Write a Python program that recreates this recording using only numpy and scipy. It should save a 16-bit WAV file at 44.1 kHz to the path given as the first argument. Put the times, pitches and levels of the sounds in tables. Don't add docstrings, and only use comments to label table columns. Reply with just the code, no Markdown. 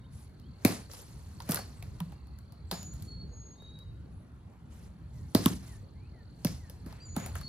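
import sys
import numpy as np
from scipy import signal
from scipy.fft import rfft, irfft, next_fast_len
from scipy.io import wavfile
from scipy.ndimage import uniform_filter1d

SR = 44100
rng = np.random.default_rng(int(sys.argv[2]) if len(sys.argv) > 2 else 0)


def dump_mix(stems):
    frames = np.atleast_2d(stems).T
    limited = np.clip(frames, -1, 1)
    pcm = np.round(limited * 32767).astype(np.int16)
    wavfile.write(sys.argv[1], SR, pcm)


N = 329868

# pitch_hz, level_db per Hz
AIR_SPECTRUM = [(12, -60), (20, -34), (48, 2.5), (127, -5.5), (187, -11.5), (337, -21.5), (678, -29.5),
                (849, -30), (1330, -34), (2670, -44.5), (3840, -46), (4670, -56), (9400, -63), (10200, -55),
                (16000, -73.5)]
# time_s, level_db
TRAFFIC_LEVEL = [(0, -48), (.9, -48.5), (1.3, -45.5), (2, -44.5), (2.4, -48.5), (2.95, -42), (3.27, -43),
                 (3.45, -48), (3.9, -45), (4.3, -48.5), (5.1, -47.5), (5.45, -41.5), (6, -48.5),
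                 (6.55, -46), (7.48, -41.5)]

# pitch_hz, level_db per Hz
RUSTLE_HIGH_SPECTRUM = [(1470, -27.5), (2500, -8.5), (2740, -5.5), (3230, -2.5), (4410, 0.5), (8800, 2),
                        (10400, -1), (11800, -12.5), (12500, 0.5), (13800, -10.5), (16000, -50.5)]
RUSTLE_LOW_SPECTRUM = [(150, -39), (300, -1.5), (900, -5.5), (2000, -10.5), (4000, -19.5), (8000, -39.5)]
# start_s, rise_s, hold_s, level_db (high part at its peak), low_part_db (relative to the high part)
RUSTLE_MOVEMENTS = [(0.1, 0.033, .1, -65.5, -3), (0.624, 0.097, .005, -45.5, 0),
                    (0.887, .03, 0.088, -53, -6.5), (1.05, 0.039, 0.62, -65, 0),
                    (1.456, .06, .005, -44.5, 1.5), (1.645, 0.037, 0.45, -68, 2),
                    (2.68, 0.078, 0.056, -59.5, 0), (2.914, 0.019, 0.13, -65.5, 0),
                    (4.685, 0.037, 0.13, -67, 0.5), (5.068, 0.08, 0.16, -70.5, -7),
                    (5.35, .11, 0.018, -42.5, -2.5), (5.59, 0.048, 0.1, -61.5, -1),
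                    (6.363, .16, .005, -56, -2.5), (6.597, .05, .2, -72.5, 3), (6.845, 0.065, .005, -65, 8),
                    (6.934, 0.024, 0.13, -79.5, 14), (7.142, 0.023, .1, -59.5, 10.5),
                    (7.322, .04, .005, -54.5, 1.5)]
RUSTLE_RISE_DB, RUSTLE_REST_DB = 21, -82
RUSTLE_SAG_DB_PER_S, RUSTLE_FADE_DB_PER_S = 11.5, 148.5

# time_s, level_db
TRILL_LEVEL = [(0, -84), (.14, -82.5), (.85, -70.5), (1.25, -76.5), (1.6, -68), (1.85, -78), (3, -74.5),
               (3.69, -75), (3.87, -82.5), (4.5, -91), (5.39, -79), (5.56, -76), (6, -78.5), (6.44, -76),
               (6.81, -77.5), (7.48, -66)]
TRILL_HZ, TRILL_PER_S = 4450, 42
# start_s, end_s, pitch_hz, level_db
HIGH_HISSES = [(0.097, 0.288, 10360, -71.5), (4.07, 4.288, 10200, -81.5)]

# start_s, length_s, first_hz, settled_hz, level_db (at full opening)
SONG_NOTES = [(2.658, 0.28, 8440, 6840, -53.5), (3.008, 0.24, 4490, 4350, -56),
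              (3.261, 0.29, 6760, 6620, -59), (3.528, .325, 3530, 3826, -60), (6.983, .29, 8460, 6830, -55),
              (7.363, 0.14, 4310, 4400, -51.5)]
SONG_SETTLE_S, SONG_ATTACK_S, SONG_SAG_DB_PER_S = 0.044, 0.0733, 10.5
SONG_ATTACK_DB, SONG_ATTACK_BEND = 30, 0.5
# start_s, length_s, first_hz, last_hz, bow_hz (added at the middle), level_db (at the middle)
BIRD_SLURS = [(0, 0.12, 3790, 3640, 4, -78.5), (0.033, .035, 2800, 3380, -30, -78),
              (0.422, 0.067, 2880, 3450, 0, -76.5), (1.556, 0.097, 4490, 4410, -31, -54.5),
              (1.757, 0.05, 8400, 7800, 40, -65), (1.894, .5, 2640, 2630, 71.5, -83.5),
              (5.003, .11, 2250, 2710, -4, -84), (5.119, .17, 2150, 1750, -60, -79.5),
              (5.669, 0.12, 2230, 1737, -110, -70.5), (5.935, .17, 1960, 2850, -40.5, -78),
              (6.128, .125, 2150, 1710, -62, -71), (6.593, .14, 2150, 1700, -100, -68.5),
              (6.994, .05, 5500, 6140, 250, -72), (6.998, 0.026, 2220, 2720, 102, -69.5),
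              (6.999, 0.074, 4510, 4420, 330, -58)]
SLUR_ENDS_DB, SLUR_ECHO_DB = 8, -4

# start_s, crack_db, crack_hz, knock_db, knock_hz, top_treble_db (relative to the crack)
SMALL_TICKS = [(0.398, -53, 4480, -76, 764, -2), (0.8973, -57, 4290, -48, 547, -2),
               (0.9348, -43, 4440, -48.5, 935, 4), (0.9895, -42, 5940, -53.5, 493, -5),
               (1.4025, -36, 4300, -43, 936, -6), (1.4212, -37.5, 6170, -55, 540, -7),
               (1.5092, -37, 5630, -61, 654, 17), (1.5193, -21.5, 4900, -44, 1380, 1),
               (1.5448, -22, 2620, -41.5, 1400, 4), (1.5582, -24, 4840, -33.5, 602, -3),
               (1.571, -32, 4430, -36, 1464, -4), (1.5893, -46, 4430, -37.5, 753, 8),
               (1.8253, -33, 2350, -52, 703, -8), (2.121, -42.5, 2010, -52.5, 802, -10),
               (2.2701, -55.5, 4500, -63, 870, -2), (2.387, -54.5, 4630, -63, 1360, 5),
               (2.522, -50.5, 4580, -60.5, 880, 0), (2.7264, -51.5, 5170, -36.5, 410, 0),
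               (2.8292, -37.5, 5500, -55, 614, -3), (2.9374, -49, 5500, -66, 554, 2),
               (3.023, -45, 4440, -77, 573, 5), (3.621, -60, 4400, -53, 524, 1),
               (3.7888, -50, 4220, -62, 501, -2.5), (4.5344, -60.5, 2152, -62.5, 887, -8),
               (5.678, -49, 4400, -69, 790, 2), (6.4694, -24, 2360, -46.5, 1720, -15),
               (6.6976, -39, 5300, -51.5, 516, -1), (6.9256, -40, 2100, -49.5, 866, -10),
               (7.1991, -37, 5500, -39.5, 512, -7), (7.2613, -30.5, 2030, -43.5, 750, 0.5),
               (7.3536, -36.5, 3060, -38.5, 1343, 0.5), (7.4123, -38, 4300, -49.5, 1196, -3.5)]
# start_s, crack_db, crack_hz, knock_db, knock_hz, top_treble_db (relative to the crack),
# thump_db, thump_end_hz, thump_fall_hz, thump_rise_ms, garage_db (send of the crack and knock)
THUMPING_BLOWS = [(0.6492, -8.5, 2360, -21.5, 669, -5.5, -14.5, 110.4, 325, 5.3, -2),
                  (1.4906, -33, 4900, -35.5, 630, 3, -27, 123.5, 325, 9.3, 5),
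                  (2.003, -33, 3380, -40, 974, -2.5, -33.5, 168, 60, 17.5, -11),
                  (2.7128, -25, 4300, -33, 790, -3, -39.5, 174.6, 153, 19.4, 0.5),
                  (5.349, -14.5, 4430, -21.5, 631, -2, -14.5, 105, 316, 4.86, -4.5),
                  (5.4591, -11.5, 3280, -25.5, 1067, -2.5, -15.5, 111, 284, 5.8, -18.5),
                  (6.4478, -18, 5200, -29.5, 590, -4.5, -23.5, 123, 295, 9, -5.5),
                  (6.861, -52, 4500, -49.5, 540, 1.5, -41, 124, 305, 5.3, 5.5),
                  (7.1642, -30.5, 3560, -33.5, 856, 2, -30.5, 151, 317, 10.4, -4)]
TICK_RING_MS, BLOW_RING_MS = 12, 7.4
TOP_TREBLE = 8000, 15500
HOLLOW_DB, HOLLOW_T60_S = -1, 0.046
# pitch_hz, level_db (relative to the thump), t60_s
LOW_RING = [(103.5, -6, 0.082), (140, -25.5, 0.014)]
# pitch_hz, t60_s
GARAGE_DECAY = [(80, 0.38), (200, 0.27), (700, 0.31), (2500, 0.34), (6000, 0.38), (12000, 0.19)]
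# delay_ms, level_db
SINGLE_ECHOES = [(12, -17.5), (19, -18.5), (46, -31.5)]

# pitch_hz, level_db
MIC_COLOUR = [(20, -11.5), (35, -16), (60, 0.73), (13800, 1.5), (14700, -4.5), (16600, -18)]
# pitch_hz, likeness (0 to 1)
PORT_LIKENESS = [(30, .9), (100, 0.96), (300, 0.84), (700, 0.29), (2000, 0.61), (5000, 0.52), (9000, 0.79),
                 (15000, .94)]
# pitch_hz, lead_radians
LEFT_LEAD = [(0, 0), (350, -.15), (700, -.55), (1400, -1.05), (2800, -1.2), (5600, -1.7), (7300, -1.6),
             (8750, -3.14), (15000, -15.7), (17000, -19.7)]
EDGE_HZ = 16750


def amp(db):
    return 10 ** (np.asarray(db) / 20)


def evened(x):
    return x / np.sqrt(np.mean(x ** 2) + 1e-20)


def read(points, hz):
    f, value = np.transpose(points)
    return np.interp(np.log(hz + 1), np.log(f + 1), value)


def curve(rows, t):
    rows = np.asarray(rows)
    return np.interp(t, rows[:, 0], rows[:, 1])


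def add(mix, s, sound):
    part = mix[..., round(s * SR):][..., :sound.shape[-1]]
    part += sound[..., :part.shape[-1]]


def band(x, lo_hz, hi_hz):
    sos = signal.butter(2, [lo_hz, min(hi_hz, SR / 2.2)], "band", fs=SR, output="sos")
    return signal.sosfilt(sos, x)


def noise(spectrum, size, patchy_db):
    frames, hz = N * 4 // size + 9, np.fft.rfftfreq(size, 1 / SR)
    a, b, c, d, patches = rng.standard_normal((frames, len(hz), 5)).T
    patches = uniform_filter1d(patches, size=9, axis=0)
    patches = evened(uniform_filter1d(patches, size=7, axis=1))
    level_db = read(spectrum, hz)[:, None] + patchy_db * patches
    z = np.array([a + 1j * b, c + 1j * d]) * amp(level_db)
    return evened(signal.istft(z, nperseg=size, noverlap=size * 3 // 4)[1][:, :N])


def tail(decays, start_ms):
    taps = rng.choice([-1., 1.], (2, SR)) * (rng.random((2, SR)) < .1)
    taps *= np.arange(SR) > start_ms * SR / 1000
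    hz, t, z = signal.stft(taps, SR, nperseg=256)
    fade = amp(-60 * t / read(decays, hz)[:, None])
    out = signal.istft(z * fade, SR, nperseg=256)[1]
    return out / np.linalg.norm(out[0])


def air():
    t = np.arange(N) / SR
    floor = noise(AIR_SPECTRUM, size=2048, patchy_db=2.5)
    bass = signal.sosfiltfilt(signal.butter(2, 260, fs=SR, output="sos"), floor)
    return amp(curve(TRAFFIC_LEVEL, t)) * bass + amp(-49.5) * (floor - bass)


def rustle():
    t = np.arange(N) / SR
    grain_db = 1.4 * np.minimum(rng.exponential(1, N // 100 + 1), 4)
    grain = uniform_filter1d(amp(grain_db).repeat(100)[:N], size=150)
    high_power = low_power = amp(RUSTLE_REST_DB) ** 2
    for start, rise, hold, db, low_db in RUSTLE_MOVEMENTS:
        u = t - start - rise
        sag_db = -RUSTLE_SAG_DB_PER_S * u
        fade_db = -RUSTLE_FADE_DB_PER_S * np.maximum(u - hold, 0)
        shape_db = np.where(u < 0, RUSTLE_RISE_DB * u / rise, sag_db + fade_db)
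        power = amp(db + shape_db) ** 2
        high_power = high_power + power
        low_power = low_power + power * amp(low_db) ** 2
    high = np.sqrt(high_power) * noise(RUSTLE_HIGH_SPECTRUM, size=256, patchy_db=3.0)
    low = np.sqrt(low_power) * noise(RUSTLE_LOW_SPECTRUM, size=512, patchy_db=2)
    return evened(grain) * (high + low)


def insects():
    t = np.arange(N) / SR
    beat_phase = 2 * np.pi * TRILL_PER_S * t + 3 * np.sin(4.1 * t)
    beat = (.5 + .5 * np.cos(beat_phase)) ** 1.2
    a, b, c = rng.standard_normal((3, 2, N))
    tone = np.sin(2 * np.pi * TRILL_HZ * t) + evened(band(a, TRILL_HZ - 150, TRILL_HZ + 150))
    steady = .75 * evened(band(b, 4000, 4350))
    out = amp(curve(TRILL_LEVEL, t)) * (evened(tone * beat) + steady)
    for start, end, hz, db in HIGH_HISSES:
        part = c[:, round(start * SR):round(end * SR)]
        hiss = evened(band(part, hz - 220, hz + 220))
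        add(out, start, amp(db) * hiss * signal.windows.tukey(part.shape[1], .6))
    return out


def whistle(hz, level_db):
    waver = signal.oaconvolve(rng.standard_normal((2, len(hz))), np.hanning(700)[None], "same")
    waver = evened(waver)
    far = np.clip((-76 - level_db.max()) / 10, 0, 1)
    turns = np.cumsum(hz * (1 + (0.0028 + 0.018 * far) * waver[0])) / SR
    level = amp(level_db + (2.5 + 2.0 * far) * waver[1]) * signal.windows.tukey(len(hz), .15)
    return np.sqrt(2) * level * np.array([np.sin(2 * np.pi * turns), np.cos(2 * np.pi * turns)])


def birds():
    song, calls = np.zeros((2, 2, N))
    for start, length, first_hz, settled_hz, db in SONG_NOTES:
        t = np.arange(0, length, 1 / SR)
        closed = np.maximum(1 - t / SONG_ATTACK_S, 0) ** SONG_ATTACK_BEND
        sag_db = SONG_SAG_DB_PER_S * np.maximum(t - SONG_ATTACK_S, 0)
        hz = settled_hz + (first_hz - settled_hz) * np.exp(-t / SONG_SETTLE_S)
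        add(song, start, whistle(hz, db - SONG_ATTACK_DB * closed - sag_db))
    for start, length, first_hz, last_hz, bow_hz, db in BIRD_SLURS:
        u = np.arange(0, length, 1 / SR) / length
        arch = 1 - (2 * u - 1) ** 2
        hz = first_hz + (last_hz - first_hz) * u + bow_hz * arch
        add(calls, max(start, 0), whistle(hz, db - SLUR_ENDS_DB * (1 - arch)))
    houses = tail([(2000, 1.0), (4000, .6), (8000, 0.82)], 26)
    sent = song[:1] + amp(SLUR_ECHO_DB) * calls[:1]
    echo = signal.fftconvolve(sent, houses, axes=1)[:, :N]
    return song + calls + amp(-8.5) * echo


def snap(crack_db, crack_hz, knock_db, knock_hz, top_db, ring_ms):
    t = np.arange(3000) / SR
    grit = rng.standard_normal((2, 2, 3000))
    grit *= abs(grit)
    fast = grit[0] * np.minimum(t / 0.001, 1) * amp(-60 * t / (ring_ms / 1000))
    slow = grit[1] * np.minimum(t / .003, 1) * amp(-60 * t / (.016 + 1.5 * ring_ms / 1000))

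    def colour(a, b):
        crack = 0.66 * band(a, 2830, 5200) + 1.03 * band(a, crack_hz * 0.84, crack_hz * 1.188)
        crack += amp(top_db) * band(a, TOP_TREBLE[0], TOP_TREBLE[1])
        knock = 0.72 * band(b, 330, 1440) + 1.1 * band(b, knock_hz * 0.69, knock_hz * 1.2)
        return amp(crack_db) * crack + amp(knock_db) * 3 * knock

    click = signal.unit_impulse(3000)
    hollow_level = amp(knock_db + HOLLOW_DB - 60 * t / HOLLOW_T60_S) * np.minimum(t / .002, 1)
    hollow = hollow_level * np.sin(2 * np.pi * knock_hz * t)
    burst = colour(7 * fast / np.linalg.norm(fast[0]), 11 * slow / np.linalg.norm(slow[0]))
    return hollow + burst, colour(7 * click, 11 * click)


def thump(db, end_hz, fall_hz, rise_ms):
    t = np.arange(6000) / SR
    turns = np.cumsum(end_hz + fall_hz * np.exp(-t / .007)) / SR
    u = t / (rise_ms / 1000)
    swell = (u * np.exp(1 - u)) ** 3.3
    ring = np.zeros(len(t))
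    for hz, ring_db, t60 in LOW_RING:
        level = amp(ring_db - 60 * t / t60) * np.minimum(t / 0.015, 1)
        ring += level * np.sin(2 * np.pi * hz * t)
    return amp(db) * 1.74 * (swell * np.sin(2 * np.pi * turns) + ring)


def blows():
    dry, clicks, thumps = np.zeros((2, N)), np.zeros(N), np.zeros(N)
    for s, *colour in SMALL_TICKS:
        sound, click = snap(*colour, ring_ms=TICK_RING_MS)
        add(dry, s - .0004, sound)
        add(clicks, s, click * amp(-6.0))
    for s, *colour, thump_db, end_hz, fall_hz, rise_ms, garage_db in THUMPING_BLOWS:
        sound, click = snap(*colour, ring_ms=BLOW_RING_MS)
        low = thump(thump_db, end_hz, fall_hz, rise_ms)
        add(dry, s - .0004, sound)
        add(dry[0], s, low)
        add(clicks, s, click * amp(garage_db))
        add(thumps, s, low)
    out = dry + signal.fftconvolve(clicks[None], tail(GARAGE_DECAY, 1.7), axes=1)[:, :N]
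    for start_ms, db in [(5.9, -30.5), (40, -14)]:
        out += amp(db) * signal.fftconvolve(thumps[None], tail(GARAGE_DECAY, start_ms), axes=1)[:, :N]
    dull = band(dry, 60, 2500)
    for ms, db in SINGLE_ECHOES:
        add(out, ms / 1000, dull * amp(db))
    return out


def scene():
    return air() + rustle() + insects() + birds() + blows()


def record(dry):
    size = next_fast_len(N + 2048)
    hz = np.fft.rfftfreq(size, 1 / SR)
    near, other = rfft(dry, size) * amp(read(MIC_COLOUR, hz))
    same = np.clip(read(PORT_LIKENESS, hz), 0, 1)
    blend = same * near + np.sqrt(1 - same ** 2) * other
    left = blend * np.exp(1j * np.interp(hz, *np.transpose(LEFT_LEAD)))
    ports = irfft(np.array([left * amp(-0.1), near]), size)[:, :N]
    low_pass = signal.firwin(511, EDGE_HZ, window=("kaiser", 9), fs=SR)
    return signal.oaconvolve(ports, low_pass[None], "same")


dry = scene()
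out = record(dry)
dump_mix(out)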